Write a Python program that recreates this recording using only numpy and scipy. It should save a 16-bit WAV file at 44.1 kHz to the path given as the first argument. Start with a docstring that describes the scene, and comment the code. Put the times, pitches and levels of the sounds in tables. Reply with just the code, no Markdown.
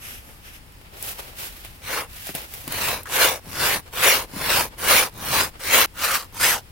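"""Sawing a birch log

In a quiet forest, clothes rustle and a glove rubs a crosscut saw's blade and takes the handle.
The saw is pushed and pulled: it sticks, skates, then digs in. Its teeth snap wood fibres that
ring in the steel and in the kerf (the slot being cut). The last two strokes are heard from
the other side of the log."""
import sys
import numpy as np
from scipy import signal
from scipy.fft import rfft, irfft, next_fast_len
from scipy.io import wavfile
from scipy.ndimage import uniform_filter1d

SR = 44100
rng = np.random.default_rng(int(sys.argv[2]) if len(sys.argv) > 2 else 0)


def put_to_file(sound):
    """Save the sound as 16-bit audio at rate SR, in the file named by the first command-line argument."""
    columns = np.atleast_2d(sound).T  # one column per channel
    safe = np.clip(columns, -1, 1)
    whole_steps = np.round(safe * 32767)
    wavfile.write(sys.argv[1], SR, whole_steps.astype(np.int16))


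N = 295911

# tone colour of the pushed saw and of the glove on steel: pitch_hz, level_db
PUSH_COLOUR = [(88, -56), (150, -17.5), (279, -7.5), (510, 0), (644, -3), (969, -1), (1220, -2.5),
               (2320, 2), (2510, -4.5), (2820, -1.5), (5250, -9), (5680, -10.5), (7750, -11), (9790, -7),
               (15600, -12)]
GLOVE_COLOUR = [(120, -40), (200, -2.5), (268, -5), (316, -4), (373, 0), (509, 1), (647, 2.5), (1160, -5.5),
                (2650, -2), (4430, -9), (6640, -11), (12600, -3.5), (16000, -5.5)]
# how alike the two ears are near the cut, across the log and for rubs: pitch_hz, likeness (-1 to 1)
NEAR_EARS = [(60, 0.93), (130, 0.95), (290, 0.88), (640, 0.82), (1410, 0.43), (3100, 0.44), (6820, -0.02),
             (15000, -0.51)]
FAR_EARS = [(60, 0.89), (130, 0.98), (290, 0.97), (640, 0.72), (1410, 0.65), (3100, 0.54), (6820, 0.34),
            (15000, -0.03)]
RUB_EARS = [(60, 0.8), (130, 0.92), (290, 0.76), (640, 0.24), (1410, -0.31), (3100, -0.055), (6820, 0.064),
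            (15000, -0.15)]


def sawing():
    """Pushes cut hard; pulls cut lighter and clear the dust."""
    # strokes: start_s, rise_s, hold_s, fall_s, dig_after_s, rasp_db, wood_db, hiss_db, kerf_hz,
    # shudder_db (wood and hiss count from the rasp; effort then moves all three)
    pushes = [(1.785, .16, .04, 0.093, .035, -31, -3, -4, 1453, -48.5),
              (3.053, 0.12, 0.054, 0.18, 0.14, -22, -2.5, -1, 1370, -44),
              (3.9, 0.13, 0.07, 0.17, 0.13, -20.5, -4.5, -2, 1730, -42.5),
              (4.752, 0.14, 0.084, 0.13, .134, -20.5, -4.5, -1, 1710, -41),
              (5.567, 0.17, .072, .094, 0.16, -19.5, -5.5, -2, 1630, -42),
              (6.316, 0.13, 0.059, .11, 0.088, -22.5, -7.5, 0.5, 1460, -41.5)]
    pulls = [(2.63, 0.14, 0.11, 0.17, 0.18, -27.5, -7, -3.1, 1340, -40),
             (3.413, 0.25, 0.073, 0.081, 0.18, -25.5, -6.5, -3, 1610, -39),
             (4.264, 0.25, 0.066, 0.12, 0.23, -23.5, -6, -2.5, 1210, -38),
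             (5.11, 0.24, 0.038, 0.123, 0.213, -24.5, -6.5, -2.5, 1380.0, -36.5),
             (5.935, 0.082, 0.1, 0.162, 0.09, -28.5, -6.5, 1.7, 1385, -47.5)]
    # tone colours of the other strokes: pitch_hz, level_db
    pull_colour = [(88, -21), (150, -27), (179, -6), (226, -8.5), (420, -0.5), (551, 1.5), (696, -2),
                   (950, 1), (1250, -6), (1990, -3), (3300, -7.5), (4330, -6.5), (6510, -8.5), (9790, -1.5),
                   (15600, -4.5)]
    far_pull_colour = [(88, -58), (150, -25), (205, -13), (414, -10.5), (534, -1), (624, -6), (1450, -2),
                       (2020, -1.5), (3700, -6.5), (4240, -6), (4860, -10), (5360, -9), (16000, -11.5)]
    far_push_colour = [(88, -34), (150, -8), (286, -12.5), (484, -2.5), (637, -7), (923, -3), (1190, -10.5),
                       (1290, -8), (2700, -9), (3490, -11), (8070, -11.5), (11500, -8.5), (16000, -13.5)]
    push = dict(dig_db=6.5, glide=-0.58, bites_per_s=230, bite_db=5, snaps_per_s=8700, spread_db=2)
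    pull = dict(dig_db=4.5, glide=0.26, bites_per_s=290, bite_db=3, snaps_per_s=8000, spread_db=2.5)
    near = sum(stroke(row, PUSH_COLOUR, NEAR_EARS, ring_db=-6, kerf_db=4.5, stick_s=0.028, **push)
               for row in pushes[:-1])
    near += sum(stroke(row, pull_colour, NEAR_EARS, ring_db=-10, kerf_db=5.5, **pull)
                for row in pulls[:-1])
    far = stroke(pulls[-1], far_pull_colour, FAR_EARS, ring_db=-12, kerf_db=8.5, **pull)
    far += stroke(pushes[-1], far_push_colour, FAR_EARS, ring_db=-14, kerf_db=12, **push)
    far_side_s = 5.86
    left, right = near * (np.arange(N) / SR < far_side_s)
    return np.array([np.roll(left, 1), right]) + far   # the near cut reaches the right ear first


def stroke(row, colour, likeness, ring_db, kerf_db, dig_db, glide,
           bites_per_s, bite_db, snaps_per_s, spread_db, stick_s=0):
    """One push or pull: the teeth tear clusters of fibres, more often the harder the saw cuts."""
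    start_s, rise_s, hold_s, fall_s, dig_after_s, rasp_db, wood_db, hiss_db, kerf_hz, shudder_db = row
    at, speed = arm_motion(start_s, rise_s, hold_s, fall_s)
    travel = np.cumsum(speed) / speed.sum()   # 0 to 1 along the stroke
    effort_db = effort(at / SR, speed, start_s + stick_s, start_s + dig_after_s, dig_db)
    cutting = from_db((effort_db - effort_db.max()) / 2)
    grip = tooth_grip(bites_per_s * cutting, bite_db)
    fibres = blade_echo(snaps(snaps_per_s * cutting, spread_db) * grip, travel)
    tearing = two_ears(fibres + splinters(cutting), likeness)
    # the kerf's note sinks as the saw slows, glides with the blade and wanders with the uneven grain
    centre_hz = kerf_hz * (1 - 0.33 * (1 - speed))
    centre_hz *= 1 + glide * (travel - 0.5) + 0.3 * waver(len(at), per_s=22.2)
    tearing = kerf_ring(blade_ring(tearing, ring_db), centre_hz, width_hz=300, boost_db=kerf_db)
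    # the hollow wood tone grows along the stroke and flutters with the grain
    wood_db = wood_db + 3 * (travel - 0.5) + 1.74 * waver(len(at), per_s=44.6)
    # wood tone and hiss follow the effort less than the rasp does
    scrape = mix_bands(coloured(tearing, colour), rasp_db + effort_db,
                       wood_db - 0.25 * effort_db, hiss_db - 0.1 * effort_db)
    stuck = fade_past(at / SR, start_s + stick_s, length_s=0.011)
    moving = np.tanh(speed / 0.19)   # near rest the teeth stop cutting
    out = np.zeros((2, N))
    out[:, at] = moving * from_db(-7 * stuck) * scrape + shudder(speed, shudder_db)
    return out


def effort(time_s, speed, free_s, dig_s, dig_db):
    """How hard the saw cuts, in dB: it jerks free, skates, digs in and catches in tougher wood."""
    # tough spots in the wood: time_s, extra_db
    catches = [(1.985, 1), (2.91, 0), (3.15, 2), (3.24, 3), (3.335, -1), (3.659, 2.5), (4.056, 2.5),
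               (4.37, 1.5), (4.905, 2), (5.36, 1), (5.41, 3.5), (5.462, 3), (5.745, 2.5), (6.045, 4),
               (6.155, 6), (6.455, 2.5)]
    catch_s, jerk_s, speed_range_db = 0.022, 0.023, 31.5
    stuck = fade_past(time_s, free_s, length_s=0.011)
    skating = fade_past(time_s, dig_s, length_s=0.023)
    caught_db = sum(db * np.exp(-((time_s - s) / catch_s) ** 2) for s, db in catches)
    jerk_db = 3 * (1 - stuck) * np.exp(-np.abs(time_s - free_s) / jerk_s)
    return caught_db + jerk_db - speed_range_db * (1 - speed) - dig_db * skating


def tooth_grip(bites_per_s, bite_db):
    """Teeth bite and slip unevenly: a flickering gain whose average power stays steady."""
    count = len(bites_per_s)
    bites = (rng.random(count) < bites_per_s / SR) * rng.uniform(0.12, 1, count)
    load = die_away(bites, decay_s=0.0008)   # a tooth soon lets go
    grip = from_db(bite_db * np.tanh(load) + 1.13 * waver(count, per_s=70.5))
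    return grip / np.sqrt(uniform_filter1d(grip ** 2, size=SR // 25))


def snaps(per_s, spread_db):
    """Two streams of tiny random breaks or slips, uneven in size, with the same power at any rate."""
    shape = (2, len(per_s))
    chance = np.clip(per_s / SR, 1e-4, 1)
    sizes = from_db(spread_db * np.minimum(rng.exponential(1, shape), 4))
    return (rng.random(shape) < chance) * rng.choice([-1, 1], shape) * sizes / np.sqrt(chance)


def splinters(cutting):
    """Now and then a whole chip of wood breaks out."""
    # tone colour of a chip: pitch_hz, level_db
    chip_colour = [(200, -1.5), (600, 1.5), (2800, -9), (5500, -26), (12000, 5)]
    return from_db(-7) * coloured(snaps(per_s=130 * cutting, spread_db=2), chip_colour)


def blade_echo(x, travel, fade_s=0.018, edge_hz=3200, places=7):
    """Bending waves bounce along the steel; their pattern changes with the blade's free length."""
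    age_s = np.arange(SR // 40) / SR
    echoes = 0
    for place in range(places):
        bounces = rng.standard_normal(len(age_s)) * from_db(-60 * age_s / fade_s)
        bounces /= np.linalg.norm(bounces)
        bounces = filtered(bounces, lambda hz: hz ** 2 / (hz ** 2 + edge_hz ** 2))   # keep the treble
        nearness = np.sqrt(np.clip(1 - np.abs(travel * (places - 1) - place), 0, 1))
        echoes += nearness * signal.fftconvolve(x, bounces[None], axes=1)[:, :x.shape[1]]
    return x + echoes


def blade_ring(x, ring_db):
    """Log and blade ring at their own pitches, which stand out of the tearing."""
    # ringing notes: pitch_hz, width_hz, level_db (added to ring_db)
    notes = [(527, 72, 7.5), (1025, 22, -4), (1600, 220, 0.5), (2490, 140, 6.5), (2750, 630, 8.5),
             (3560, 130, -1), (3910, 120, 6), (4230, 92, 9), (4760, 130, -2), (5750, 46, 13),
             (7070, 120, 6), (6560, 26, 14.5), (7360, 61, -12), (9500, 87, 9.5), (10270, 120, 7),
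             (14900, 400, 9)]

    def response(hz):
        peaks = sum(from_db(ring_db + db) ** 2 / (1 + (2 * (hz - pitch_hz) / width_hz) ** 2)
                    for pitch_hz, width_hz, db in notes)
        return np.sqrt(1 + peaks)
    return filtered(x, response)


def kerf_ring(x, centre_hz, width_hz, boost_db):
    """The hollow of the cut boosts a band of sound that glides with the blade."""
    turn = np.exp(2j * np.pi * np.cumsum(centre_hz) / SR)
    decay = np.exp(-np.pi * width_hz / SR)
    band = turn * signal.lfilter([1 - decay], [1, -decay], x / turn)   # shift to 0 Hz, smooth, shift back
    return x + from_db(boost_db) * band.real


def shudder(speed, level_db):
    """Jerks of the saw shake the heavy log, more at higher speed."""
    # tone colour of the shaking log: pitch_hz, level_db
    log_colour = [(40, -7.5), (80, 1.5), (120, -1.5), (200, -6), (300, -6), (600, -19.5), (3000, -43)]
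    jerks = two_ears(snaps(np.full(len(speed), 500), spread_db=-2), NEAR_EARS)
    return from_db(level_db) * speed ** 0.93 * unit_level(coloured(jerks, log_colour))


def tooth_snags():
    """Teeth snag as the stroke turns round, and the blade rings briefly."""
    # snags: time_s, level_db (before the boost)
    snags = [(3.0565, -27.5), (3.0697, -26.5)]
    # their tone colour: pitch_hz, level_db
    snag_colour = [(500, -35), (1100, -7), (1650, -3), (2200, -13), (3500, -22), (12000, -23)]
    return knocks(snags, snag_colour, fade_s=0.072, boost_db=3)


def blade_shifts():
    """The blade shifts in the kerf before a push."""
    # small scrapes: start_s, swell_s, fade_s, level_db, hollow_db, hiss_db
    shifts = [(3.83, 0.058, 0.021, -57, 4, -1), (4.69, .045, .025, -54, 3.5, -5),
              (5.525, .035, 0.019, -52, 2, -6)]
    return rubs(shifts, PUSH_COLOUR, slips_per_s=4000, spread_db=2.2, patchy_db=2.5)


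def handling_clacks():
    """A dull knock of clothing, then sharp ticks and short rattles as the saw is handled and moved."""
    # touches: time_s, level_db (before a 2.5 dB cut), treble_db, fade_s
    touches = [(0.29, -32, -17, .16), (0.7223, -32, 11, 0.04), (0.8133, -31, -2, 0.04),
               (1.026, -9, 22, 0.035), (1.0778, -18, 1, 0.044), (1.1907, -25, -3.5, 0.04),
               (1.6487, -19, 6, 0.05), (2.2692, -13.5, 6, 0.056), (2.291, -18, -10, .06),
               (2.3505, -8.5, 3, 0.12), (2.538, -16, 7, 0.1), (2.678, -10.5, 2, 0.04),
               (2.7222, -8.5, 5, 0.06), (3.0326, -21, 12, 0.04), (3.93, -30, -14, 0.081),
               (4.78, -27.5, 19, 0.054), (5.5934, -33, 0, 0.06)]
    out = np.zeros((2, N))
    for time_s, level_db, treble_db, fade_s in touches:
        at, rattle = burst(time_s, fade_s)
        _, tick = burst(time_s, fade_s=0.013)
        clack = coloured(two_ears(tick + 0.5 * rattle, FAR_EARS), GLOVE_COLOUR)
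        clack = coloured(clack, [(2500, 0), (9000, treble_db)])
        out[:, at] += from_db(level_db - 2.5) * clack / np.abs(clack).max()
    return out


def dull_bumps():
    """Dull bumps: the hand against blade and handle, and the saw jerking as each pull starts."""
    # bumps: time_s, level_db (before the boost)
    bumps = [(1.19, -48), (2.291, -30.5), (2.345, -34), (2.675, -29.5), (3.465, -36), (4.335, -31),
             (4.362, -27.5)]
    # their tone colour: pitch_hz, level_db
    bump_colour = [(60, -42), (130, 7.5), (220, 6), (400, -0.5), (800, -31), (2000, -14), (8000, -60)]
    return knocks(bumps, bump_colour, fade_s=0.075, boost_db=3.5)


def glove():
    """The glove slides on the steel and takes the handle."""
    # slides: start_s, swell_s, fade_s, level_db, hollow_db, hiss_db
    slides = [(.83, 0.037, .035, -56, -8, -18), (0.911, 0.032, .06, -53.5, 4, -5),
              (.9, 0.15, 0.28, -48.5, -3, 6), (.965, 0.14, 0.039, -43, -7, 9),
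              (1.165, .036, .017, -42, 0, 3), (1.156, 0.092, 0.18, -50, -1, 2.5),
              (1.338, 0.092, 0.091, -41, -8.5, 6), (1.436, 0.07, .42, -51.5, -7, 4.5),
              (1.636, 0.011, 0.041, -45, -13, -5), (2.049, 0.15, .096, -47.5, -10.5, 5),
              (2.197, 0.086, 0.075, -42.5, -19, 5.5), (2.334, 0.019, .15, -41.5, -3, 4),
              (2.442, 0.12, .18, -48.5, -5.5, 7), (2.65, .047, .049, -52, -2, 2)]
    return rubs(slides, GLOVE_COLOUR, slips_per_s=9000, spread_db=2.6, patchy_db=1.4)


def clothes():
    """Cloth slides in slips so dense that they blur into a rustle."""
    # rustles: start_s, swell_s, fade_s, level_db, hollow_db, hiss_db
    rustles = [(-0.021, 0.088, 0.19, -44.9, -9.0, 3), (0.189, 0.086, 0.19, -61, 4.5, 7.5),
               (0.409, 0.068, 0.059, -49.5, -8, -1), (0.488, 0.065, 0.054, -51, -20, 0.5)]
    # their tone colour: pitch_hz, level_db
    cloth_colour = [(150, -29), (250, 1.5), (330, -15), (414, -5), (788, -8), (1020, -14), (1160, -8.5),
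                    (2760, -1.5), (4410, -14), (5830, -7), (6820, -11), (12800, -0.5), (16000, -13)]
    return rubs(rustles, cloth_colour, slips_per_s=14000, spread_db=-0.5, patchy_db=1)


def leaf_crackles(per_s, level_db):
    """Dry leaves and crumbs of bark tick faintly as the person sawing shifts."""
    # tone colour of a tick: pitch_hz, level_db
    leaf_colour = [(500, -20), (2000, -8), (5000, -10), (10000, -2), (16000, 0)]
    ticks = (rng.random(N) < per_s / SR) * rng.uniform(0.2, 1, N)
    spray = die_away(ticks, decay_s=0.0012) * rng.standard_normal((2, N))
    return from_db(level_db) * coloured(spray, leaf_colour)


def forest_air(level_db):
    """Still forest air: a steady low rumble with a faint hiss."""
    # tone colour of the air: pitch_hz, level_db
    air_colour = [(12, -24), (20, 5), (68, 6), (204, -7.5), (698, -16.5), (802, -13), (1150, -15.5),
                  (2600, -16), (4060, -21.5), (5230, -20.5), (6010, -27), (10200, -22.5), (14700, -25),
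                  (16000, -23)]
    noise = two_ears(rng.standard_normal((2, N)), RUB_EARS)
    return from_db(level_db) * unit_level(coloured(noise, air_colour))


def rubs(rows, colour, slips_per_s, spread_db, patchy_db):
    """Cloth, leather or steel slides in many tiny slips that come in patches."""
    out = np.zeros((2, N))
    for start_s, swell_s, fade_s, level_db, hollow_db, hiss_db in rows:
        at, speed = arm_motion(start_s, swell_s, 0, fade_s)
        slips = snaps(np.full(len(at), slips_per_s), spread_db)
        slips *= from_db(patchy_db * waver(len(at), per_s=119.75))
        scrape = coloured(two_ears(slips, RUB_EARS), colour)
        out[:, at] += speed ** 1.47 * mix_bands(scrape, level_db, hollow_db, hiss_db)
    return out


def knocks(events, colour, fade_s, boost_db):
    """Short contacts that all die away in the same tone colour."""
    out = np.zeros((2, N))
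    for time_s, level_db in events:
        at, noise = burst(time_s, fade_s)
        knock = coloured(two_ears(noise, NEAR_EARS), colour)
        out[:, at] += from_db(level_db + boost_db) * knock / np.abs(knock).max()
    return out


def burst(time_s, fade_s):
    """Sample numbers and two streams of noise for one touch, falling 60 dB in fade_s."""
    age = np.arange(SR // 5)
    return int(time_s * SR) + age, rng.standard_normal((2, len(age))) * from_db(-60 * age / SR / fade_s)


def arm_motion(start_s, rise_s, hold_s, fall_s):
    """Sample numbers and speed (0 to 1) of an arm that speeds up, holds and comes to rest."""
    end_s = start_s + rise_s + hold_s + fall_s
    at = np.arange(max(int(start_s * SR), 0), min(int(end_s * SR), N))
    ramp = np.minimum((at / SR - start_s) / rise_s, (end_s - at / SR) / fall_s)
    return at, np.sin(np.pi / 2 * np.clip(ramp, 1e-3, 1))


def mix_bands(x, rasp_db, hollow_db, hiss_db, low_hz=1200, high_hz=5000):
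    """Split a scrape into hollow lows, rasp and hiss; lows and hiss are set relative to the rasp."""
    def below(hz, edge_hz):
        return 1 / (1 + (hz / edge_hz) ** 10)
    hollow = unit_level(filtered(x, lambda hz: np.sqrt(below(hz, low_hz))))
    upper = filtered(x, lambda hz: np.sqrt(1 - below(hz, low_hz)))
    rasp = unit_level(filtered(upper, lambda hz: np.sqrt(below(hz, high_hz))))
    hiss = unit_level(filtered(upper, lambda hz: np.sqrt(1 - below(hz, high_hz))))
    return from_db(rasp_db) * (rasp + from_db(hollow_db) * hollow + from_db(hiss_db) * hiss)


def two_ears(pair, likeness):
    """Two unrelated signals become left and right: alike in the bass, apart in the treble."""
    # how much louder the left ear is: pitch_hz, left_minus_right_db
    lean = [(60, 1.5), (110, 3), (200, 4), (380, 2), (700, 2.5), (1290, 1.5), (2380, 0), (4400, 1.0),
            (8120, 0.5), (15000, -2)]
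    count = pair.shape[-1]
    size = 2 * next_fast_len(count // 2 + 1)
    mid, side = rfft(pair, size)
    hz = np.arange(len(mid)) * SR / size
    sign = np.array([[1], [-1]])
    alike = np.clip(at_hz(likeness, hz), -0.98, 0.98)
    ears = np.sqrt(1 + alike) * mid + sign * np.sqrt(1 - alike) * side
    return irfft(ears * from_db(sign * at_hz(lean, hz) / 2), size)[:, :count]


def coloured(x, colour):
    """Give x a tone colour from rows of pitch_hz, level_db."""
    return filtered(x, lambda hz: from_db(at_hz(colour, hz)))


def filtered(x, response):
    """Filter x with the gain response(hz), so that it rings only after a sound (minimum phase)."""
    count = x.shape[-1]
    size = 2 * next_fast_len(count // 2 + SR // 10)
    hz = np.arange(size // 2 + 1) * SR / size
    cepstrum = irfft(np.log(response(hz) + 1e-6))
    cepstrum[1:size // 2] *= 2   # fold the late half onto the early half
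    cepstrum[size // 2 + 1:] = 0
    return irfft(rfft(x, size) * np.exp(rfft(cepstrum)))[..., :count]


def at_hz(points, hz):
    """Read between a table's rows on a scale of octaves."""
    known_hz, value = np.transpose(points)
    return np.interp(np.log(hz + 1), np.log(known_hz), value)


def waver(count, per_s):
    """A random curve with a spread near 1 that turns per_s times a second."""
    return np.interp(np.arange(count) * per_s / SR, np.arange(SR // 4), rng.standard_normal(SR // 4))


def fade_past(time_s, middle_s, length_s):
    """A straight fade from 1 to 0 around middle_s."""
    return np.clip((middle_s - time_s) / length_s + 0.5, 0, 1)


def die_away(clicks, decay_s):
    """Give each click a fading tail."""
    return signal.lfilter([1], [1, -np.exp(-1 / (decay_s * SR))], clicks)


def unit_level(x):
    """Scale a stereo pair so that its centre has an average power of 1."""
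    return x / np.sqrt(np.mean(x.mean(0) ** 2) + 1e-20)


def from_db(db):
    """Decibels to gain."""
    return 10 ** (np.asarray(db) / 20)


def scene():
    """Handling and sawing over the still air of the forest."""
    handling = clothes() + glove() + blade_shifts() + dull_bumps() + tooth_snags() + handling_clacks()
    background = leaf_crackles(per_s=4.6, level_db=-43) + forest_air(level_db=-46.5)
    return sawing() + handling + background


def record(dry):
    """The highest peaks are clipped, and the very top of the treble is cut steeply."""
    cutoff_hz = 15900
    low_pass = signal.ellip(12, 0.1, 80, cutoff_hz, fs=SR, output="sos")
    return signal.sosfilt(low_pass, np.clip(dry, -0.85, 0.85))


dry = scene()
out = record(dry)
put_to_file(out)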